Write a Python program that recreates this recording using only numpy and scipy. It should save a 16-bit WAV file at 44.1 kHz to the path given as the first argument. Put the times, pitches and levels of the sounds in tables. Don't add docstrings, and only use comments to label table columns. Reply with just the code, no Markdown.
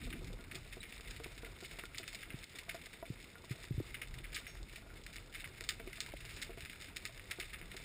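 import sys
import numpy as np
from scipy import signal
from scipy.fft import rfft, irfft
from scipy.io import wavfile

SR = 44100
rng = np.random.default_rng(int(sys.argv[2]) if len(sys.argv) > 2 else 0)


def dump_mix(stems):
    frames = np.atleast_2d(stems).T
    limited = np.clip(frames, -1, 1)
    pcm = np.round(limited * 32767).astype(np.int16)
    wavfile.write(sys.argv[1], SR, pcm)


def gain_from_db(level_db):
    decades = np.asarray(level_db, float) / 20
    return 10 ** decades


N = 345744

# (frequency [Hz], density [dB per Hz])
CHANNEL_HISS = [(100, -4), (800, 5.5), (5000, -5)]
# (time [s], level [dB])
CRACKLE_LEVEL = [(0.0, -53), (0.35, -60), (0.65, -56), (1.75, -57.5), (2.12, -56), (2.4, -58), (4.6, -58.5),
                 (5.6, -58), (6.5, -56.5), (7.84, -57)]
# (time [s], level [dB])
WATER_PUSH = [(0.0, -48.5), (0.13, -46.5), (0.25, -49), (0.87, -58), (1.14, -51.5), (1.7, -60.5),
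              (3.6, -62.5), (3.8, -53.5), (4.19, -48), (4.3, -59), (4.6, -53), (4.75, -58.5), (6.05, -57.5),
              (6.22, -50), (6.7, -59), (7.4, -55), (7.84, -54)]
# (frequency [Hz], density [dB per Hz])
RUMBLE_SPECTRUM = [(12, -26), (25, -0.5), (40, 8.5), (70, -6.5), (120, -4.5), (150, -7), (200, -29.5),
                   (300, -56)]
# (frequency [Hz], density [dB per Hz])
GURGLE_SPECTRUM = [(41, -28.5), (70, 3.5), (205, -9.5), (351, -7.5), (827, -16), (1120, -18), (1300, -14),
                   (1690, -17.5), (2860, -120)]
# (frequency [Hz], density [dB per Hz])
WALL_SPECTRUM = [(530, -46.5), (900, -26.5), (1120, -29), (1230, -9.5), (1400, -14), (1530, -8.5),
                 (2140, 0), (2980, -6), (3240, -9.5), (3590, -5), (4560, -10.5), (5080, -5.5),
                 (5700, -10.5), (7410, -61.5), (12500, -120)]
# (frequency [Hz], width [Hz], lift [dB])
AIR_SPACE = [(1345, 26, 3.5), (2170, 44, 2), (3604, 140, 4), (5000, 300, 0.5)]
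# (time [s], level [dB], pitch [Hz], 60 dB decay [s])
METAL_RINGS = [(0.804, -37, 3880, 0.038), (4.472, -49.5, 5530, 0.33)]
# (time [s], level [dB], favoured pitch [Hz])
HOUSING_TAPS = [(0.071, -48, 460), (0.155, -47, 374), (0.324, -48, 385), (0.389, -50, 595),
                (0.556, -47, 390), (0.77, -43, 422), (0.843, -47.5, 326), (1.201, -42, 466),
                (1.261, -41.5, 470), (1.433, -44, 405), (1.626, -44, 397), (1.787, -46, 670),
                (2.0, -46.5, 476), (2.684, -48.5, 662), (2.746, -43, 680), (3.027, -43, 670),
                (5.611, -43.5, 355), (5.799, -43, 443), (5.874, -42.5, 363), (6.495, -41, 365),
                (6.575, -44.5, 454), (7.387, -41.5, 403), (7.744, -45.5, 387)]
# (frequency [Hz], level [dB], 60 dB decay [s])
SHELL_MODES = [(384, -4, 0.059), (456, -5, 0.078), (670, -1, 0.066), (967, -0.5, 0.028), (1419, 0.5, 0.093),
               (600, -13, 0.036), (1170, 6, 0.014), (1870, 14, 0.006)]
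# (time [s], level [dB], pitch [Hz], 60 dB decay [s])
DULL_THUMPS = [(2.342, -28, 129, 0.04), (3.102, -24, 120, 0.042), (3.5088, -26, 123, 0.075),
               (3.708, -23.5, 124, 0.069), (3.742, -32, 66, 0.13), (3.779, -23.5, 107.7, 0.089),
               (3.801, -15, 295, 0.024), (6.1371, -26.5, 520, 0.018)]
# (time [s], pulse level [dB], treble against body [dB], echoes against pulse [dB])
NEAR_SNAPS = [(0.1263, -37, -7, -13.5), (0.272, -40, 1, -19.5), (0.5125, -36.5, -2.5, -16.5),
              (0.5534, -38.5, 7.5, -16.5), (0.83, -32.5, -9, -18), (1.1084, -36, -2, -17),
              (1.2369, -41, 5.5, -15), (1.446, -38.5, -6, -15.5), (1.787, -39, -2.5, -12),
              (1.9467, -30, -22, -26.5), (1.982, -29.5, 8, -24.5), (2.03, -36, -14, -20),
              (2.0773, -41, 6, -13.5), (2.1465, -41.5, 6.5, -13.5), (2.227, -39, -9, -13.5),
              (2.3037, -32, -22, -23.5), (2.3344, -36, -13, -26), (2.4412, -41.5, 12, -33),
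              (2.5561, -42.5, 3, -14), (2.5867, -40.5, 1.5, -14), (2.6918, -33.5, 0.5, -14),
              (2.7442, -43.5, 4, -13.5), (2.931, -40, 2.5, -16), (3.5128, -33.5, -1, -18.5),
              (3.9432, -27.5, -13, -17), (4.0156, -34, -6, -14.5), (4.141, -33, -2, -24.5),
              (4.2423, -33.5, -8, -20), (4.3291, -33.5, -6, -20.5), (4.345, -40, 11.5, -15),
              (4.359, -33.5, -5, -17), (4.373, -42, 7, -19), (4.4672, -28, -18, -25),
              (4.6299, -58, 23.5, -30), (4.758, -39.5, -2.5, -15), (5.0643, -30, -3, -24.5),
              (5.1586, -32.5, 0, -19.5), (5.3472, -29.5, -4, -21), (5.442, -35, -22, -17),
              (5.6085, -24.5, 0, -33), (5.6396, -39.5, 10, -22), (5.6898, -20.5, 6, -22.5),
              (5.706, -36.5, -17, -23), (5.7962, -37.5, -8, -18), (5.9292, -39.5, -2, -15),
              (6.0044, -26, 10, -24.5), (6.062, -34, 2, -26), (6.1372, -42, -9, -30),
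              (6.204, -39.5, -1, -14.5), (6.292, -32, -10, -26), (6.364, -39, 5, -17),
              (6.415, -42, 3.5, -12.5), (6.4223, -30.5, 1.5, -18.5), (6.6583, -28.5, -18, -26.5),
              (6.9625, -35, 6.5, -17), (7.0531, -23.5, 3, -26), (7.196, -30.5, -14, -31),
              (7.3106, -25, -1.5, -20), (7.399, -29.5, 2.5, -19.5), (7.424, -36.5, -1, -21),
              (7.5325, -31, -7, -17.5), (7.6143, -31, -14, -27), (7.7662, -32.5, 3, -20)]


def rms_one(x):
    return x / np.sqrt(np.mean(x ** 2) + 1e-20)


def level_over_time(rows):
    s, level_db = np.transpose(rows)
    return np.interp(np.arange(N) / SR, s, level_db)


def drift(rate_hz):
    pole = np.exp(-80 * np.pi * rate_hz / SR)
    noise = rng.standard_normal(N // 40 + 2002)
    slow = signal.lfilter([1], [1, -2 * pole, pole * pole], noise)[2000:]
    return np.interp(np.arange(N) / 40, np.arange(len(slow)), rms_one(slow))


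def response(spectrum, peaks=(), size=8192):
    hz = np.maximum(np.arange(size // 2 + 1) * SR / size, 1)
    points = np.array(spectrum)
    level_db = np.interp(np.log(hz), np.log(points[:, 0]), points[:, 1])
    for top_hz, width_hz, lift_db in peaks:
        level_db += lift_db / (1 + (2 * (hz - top_hz) / width_hz) ** 2)
    cepstrum = irfft(np.log(gain_from_db(np.maximum(level_db, -70))))
    cepstrum[1:size // 2] *= 2
    cepstrum[size // 2 + 1:] = 0
    return irfft(np.exp(rfft(cepstrum)))


def through(x, shape):
    return signal.fftconvolve(x, shape)[:N]


def shaped_noise(spectrum, size=8192):
    return rms_one(through(rng.standard_normal(N), response(spectrum, size=size)))


def filtered(x, order, hz, kind="low"):
    return signal.sosfilt(signal.butter(order, hz, kind, fs=SR, output="sos"), x)


def ring(clicks, hz, t60):
    r, w = gain_from_db(-60 / (t60 * SR)), 2 * np.pi * hz / SR
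    return signal.lfilter([0, np.sin(w)], [1, -2 * r * np.cos(w), r * r], clicks + 1e-18)


def grains(per_s, spread_db):
    sizes = gain_from_db(spread_db * np.minimum(rng.exponential(1, N), 5))
    signs = rng.choice([-1, 1], N)
    return rms_one(sizes * signs * (rng.random(N) < per_s / SR))


def channel_hiss():
    return gain_from_db(-81.0 + 1.7 * drift(19.0)) * shaped_noise(CHANNEL_HISS)


def crackle(per_s=110, spread_db=4.0, tail_t60=0.058, tail_db=-20.0, hiss_db=-6.0, patchy_db=1.5):
    t = np.arange(round(tail_t60 * SR)) / SR
    busy = drift(8.5)
    far = 0
    for low_hz, high_hz in ((700, 9000), (700, 2600), (1800, 4200), (3200, 9000)):
        clicks = grains(per_s * gain_from_db(3.0 * busy), spread_db)
        tail_power = np.abs(through(clicks ** 2, gain_from_db(-120 * t / tail_t60)))
        tails = np.sqrt(tail_power) * rng.standard_normal(N)
        hiss = gain_from_db(hiss_db + patchy_db * drift(26)) * rng.standard_normal(N)
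        swarm = rms_one(clicks + gain_from_db(tail_db) * tails) + hiss
        far = far + filtered(swarm, 2, [low_hz, high_hz], "band")
    behind_wall = rms_one(through(far, response(WALL_SPECTRUM, AIR_SPACE)))
    return gain_from_db(level_over_time(CRACKLE_LEVEL) + 1.0 * busy) * behind_wall


def bubbles(per_s=14, cycles=25.4):
    pitches_hz = np.geomspace(170, 500, num=10)
    return rms_one(sum(ring(grains(per_s, 3.14), hz, cycles / hz) for hz in pitches_hz))


def flow(lumpy_db=1.87, usual_push_db=-58):
    push_db = level_over_time(WATER_PUSH)
    swing_db = push_db - usual_push_db
    stirred = np.exp(-(np.arange(N) / SR / 0.47) ** 2)
    gurgle_db = -61 + 0.092 * swing_db
    bubble_db = -66.5 + 0.2 * swing_db + 11 * stirred
    gurgle = shaped_noise(GURGLE_SPECTRUM)
    churn = filtered(gurgle, 4, 520)
    gurgle = gurgle + (gain_from_db(8 * stirred) - 1) * churn
    deep = gain_from_db(push_db + 2.0 * drift(6.6)) * shaped_noise(RUMBLE_SPECTRUM, size=32768)
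    lumpy_gurgle = gain_from_db(gurgle_db + lumpy_db * drift(14)) * gurgle
    return deep + lumpy_gurgle + gain_from_db(bubble_db) * bubbles()


def metal_rings(rise_s=0.0026):
    out = np.zeros(N)
    for s, level_db, hz, t60 in METAL_RINGS:
        t = np.arange(round(t60 * SR)) / SR
        swell_and_decay = (1 - np.exp(-t / rise_s)) * gain_from_db(level_db - 60 * t / t60)
        out[round(s * SR):][:len(t)] += swell_and_decay * np.sin(2 * np.pi * hz * t)
    return out


def taps(focus_db=11.5, bounce_s=0.005147, bounce_db=-3.5, stray_db=-60.5):
    s, level_db, spot_hz = np.transpose(HOUSING_TAPS)
    at = (s * SR).astype(int)
    luck = rng.standard_normal((len(s), len(SHELL_MODES) + 1))
    gap = (bounce_s * SR * gain_from_db(2.55 * luck[:, -1])).astype(int)
    again = np.minimum(at + gap, N - 1)
    stray = gain_from_db(stray_db) * grains(25, 3.3) * np.sqrt(25 / SR)
    out = np.zeros(N)
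    for k, (hz, mode_db, t60) in enumerate(SHELL_MODES):
        off_pitch_db = focus_db * np.abs(np.log2(hz / spot_hz))
        blow = gain_from_db(level_db + mode_db - off_pitch_db + 2.0 * luck[:, k])
        clicks = stray * gain_from_db(mode_db - 2.7 * np.log2(hz / 400)) * rng.standard_normal(N)
        clicks[at] += blow
        clicks[again] += blow * gain_from_db(bounce_db)
        out += ring(clicks, hz, t60)
    return out


def thumps(sag=0.58, sag_s=0.0026, rise_s=0.0035, knock_hz=310, knock_db=-11.0, knock_t60=0.017):
    out, knocks = np.zeros(N), np.zeros(N)
    for s, level_db, hz, t60 in DULL_THUMPS:
        t = np.arange(round(t60 * SR)) / SR
        turns = hz * (t + sag * sag_s * (1 - np.exp(-t / sag_s)))
        shape = (1 - np.exp(-t / rise_s)) * gain_from_db(level_db - 60 * t / t60)
        out[round(s * SR):][:len(t)] -= shape * np.sin(2 * np.pi * turns)
        knocks[round(s * SR)] = -gain_from_db(level_db + knock_db)
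    soft = filtered(knocks, 4, 480)
    return out + ring(soft, knock_hz, knock_t60)


def snaps(echo_per_s=3000, echo_spread_db=3.5, body_t60=0.077, treble_t60=0.047,
          late_db=-14.5, late_t60=0.24, gather_s=0.00076, split_hz=3200):
    wall = response(WALL_SPECTRUM, AIR_SPACE)
    wall /= np.abs(wall).max()
    out = np.zeros(N)
    t = np.arange(SR // 8) / SR
    for kind, t60 in (("low", body_t60), ("high", treble_t60)):
        ragged = gain_from_db(2.46 * drift(156)) * grains(echo_per_s, echo_spread_db)
        echoes = np.pad(ragged, (0, SR))
        near_and_late = gain_from_db(-60 * t / t60) + gain_from_db(late_db - 60 * t / late_t60)
        dying = (1 - np.exp(-t / gather_s)) * near_and_late
        part = np.zeros(N + SR)
        for s, pulse_db, treble_db, echo_db in NEAR_SNAPS:
            at = round(s * SR)
            burst = echoes[at:at + len(t)] * gain_from_db(echo_db) * dying
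            burst[0] += 1
            band_db = treble_db if kind == "high" else 0
            part[at:at + len(t)] += gain_from_db(pulse_db + band_db) * burst
        out += filtered(part[:N], 6, split_hz, kind)
    return through(out, wall)


def scene():
    mono = crackle() + flow() + metal_rings() + taps() + thumps() + snaps()
    return np.tile(mono, (2, 1))


def roll_off(x):
    return signal.sosfilt(signal.butter(12, 16480, fs=SR, output="sos"), x)


def record(dry):
    mix = dry + channel_hiss() * [[1], [-1]]
    narrow = signal.sosfiltfilt(signal.butter(8, 5800, fs=SR, output="sos"), mix)
    sampled = signal.resample_poly(narrow, 40, 147, axis=1)
    steps = np.repeat(sampled, 4, axis=1)
    held = signal.resample_poly(steps, 147, 160, axis=1)[:, :N]
    held = np.pad(held, ((0, 0), (0, N - held.shape[1])))
    steep = signal.sosfiltfilt(signal.ellip(8, .3, 40, 15230, fs=SR, output="sos"), held)
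    finished = steep + gain_from_db(-21) * (held - steep)
    return roll_off(finished)


dry = scene()
out = record(dry)
dump_mix(out)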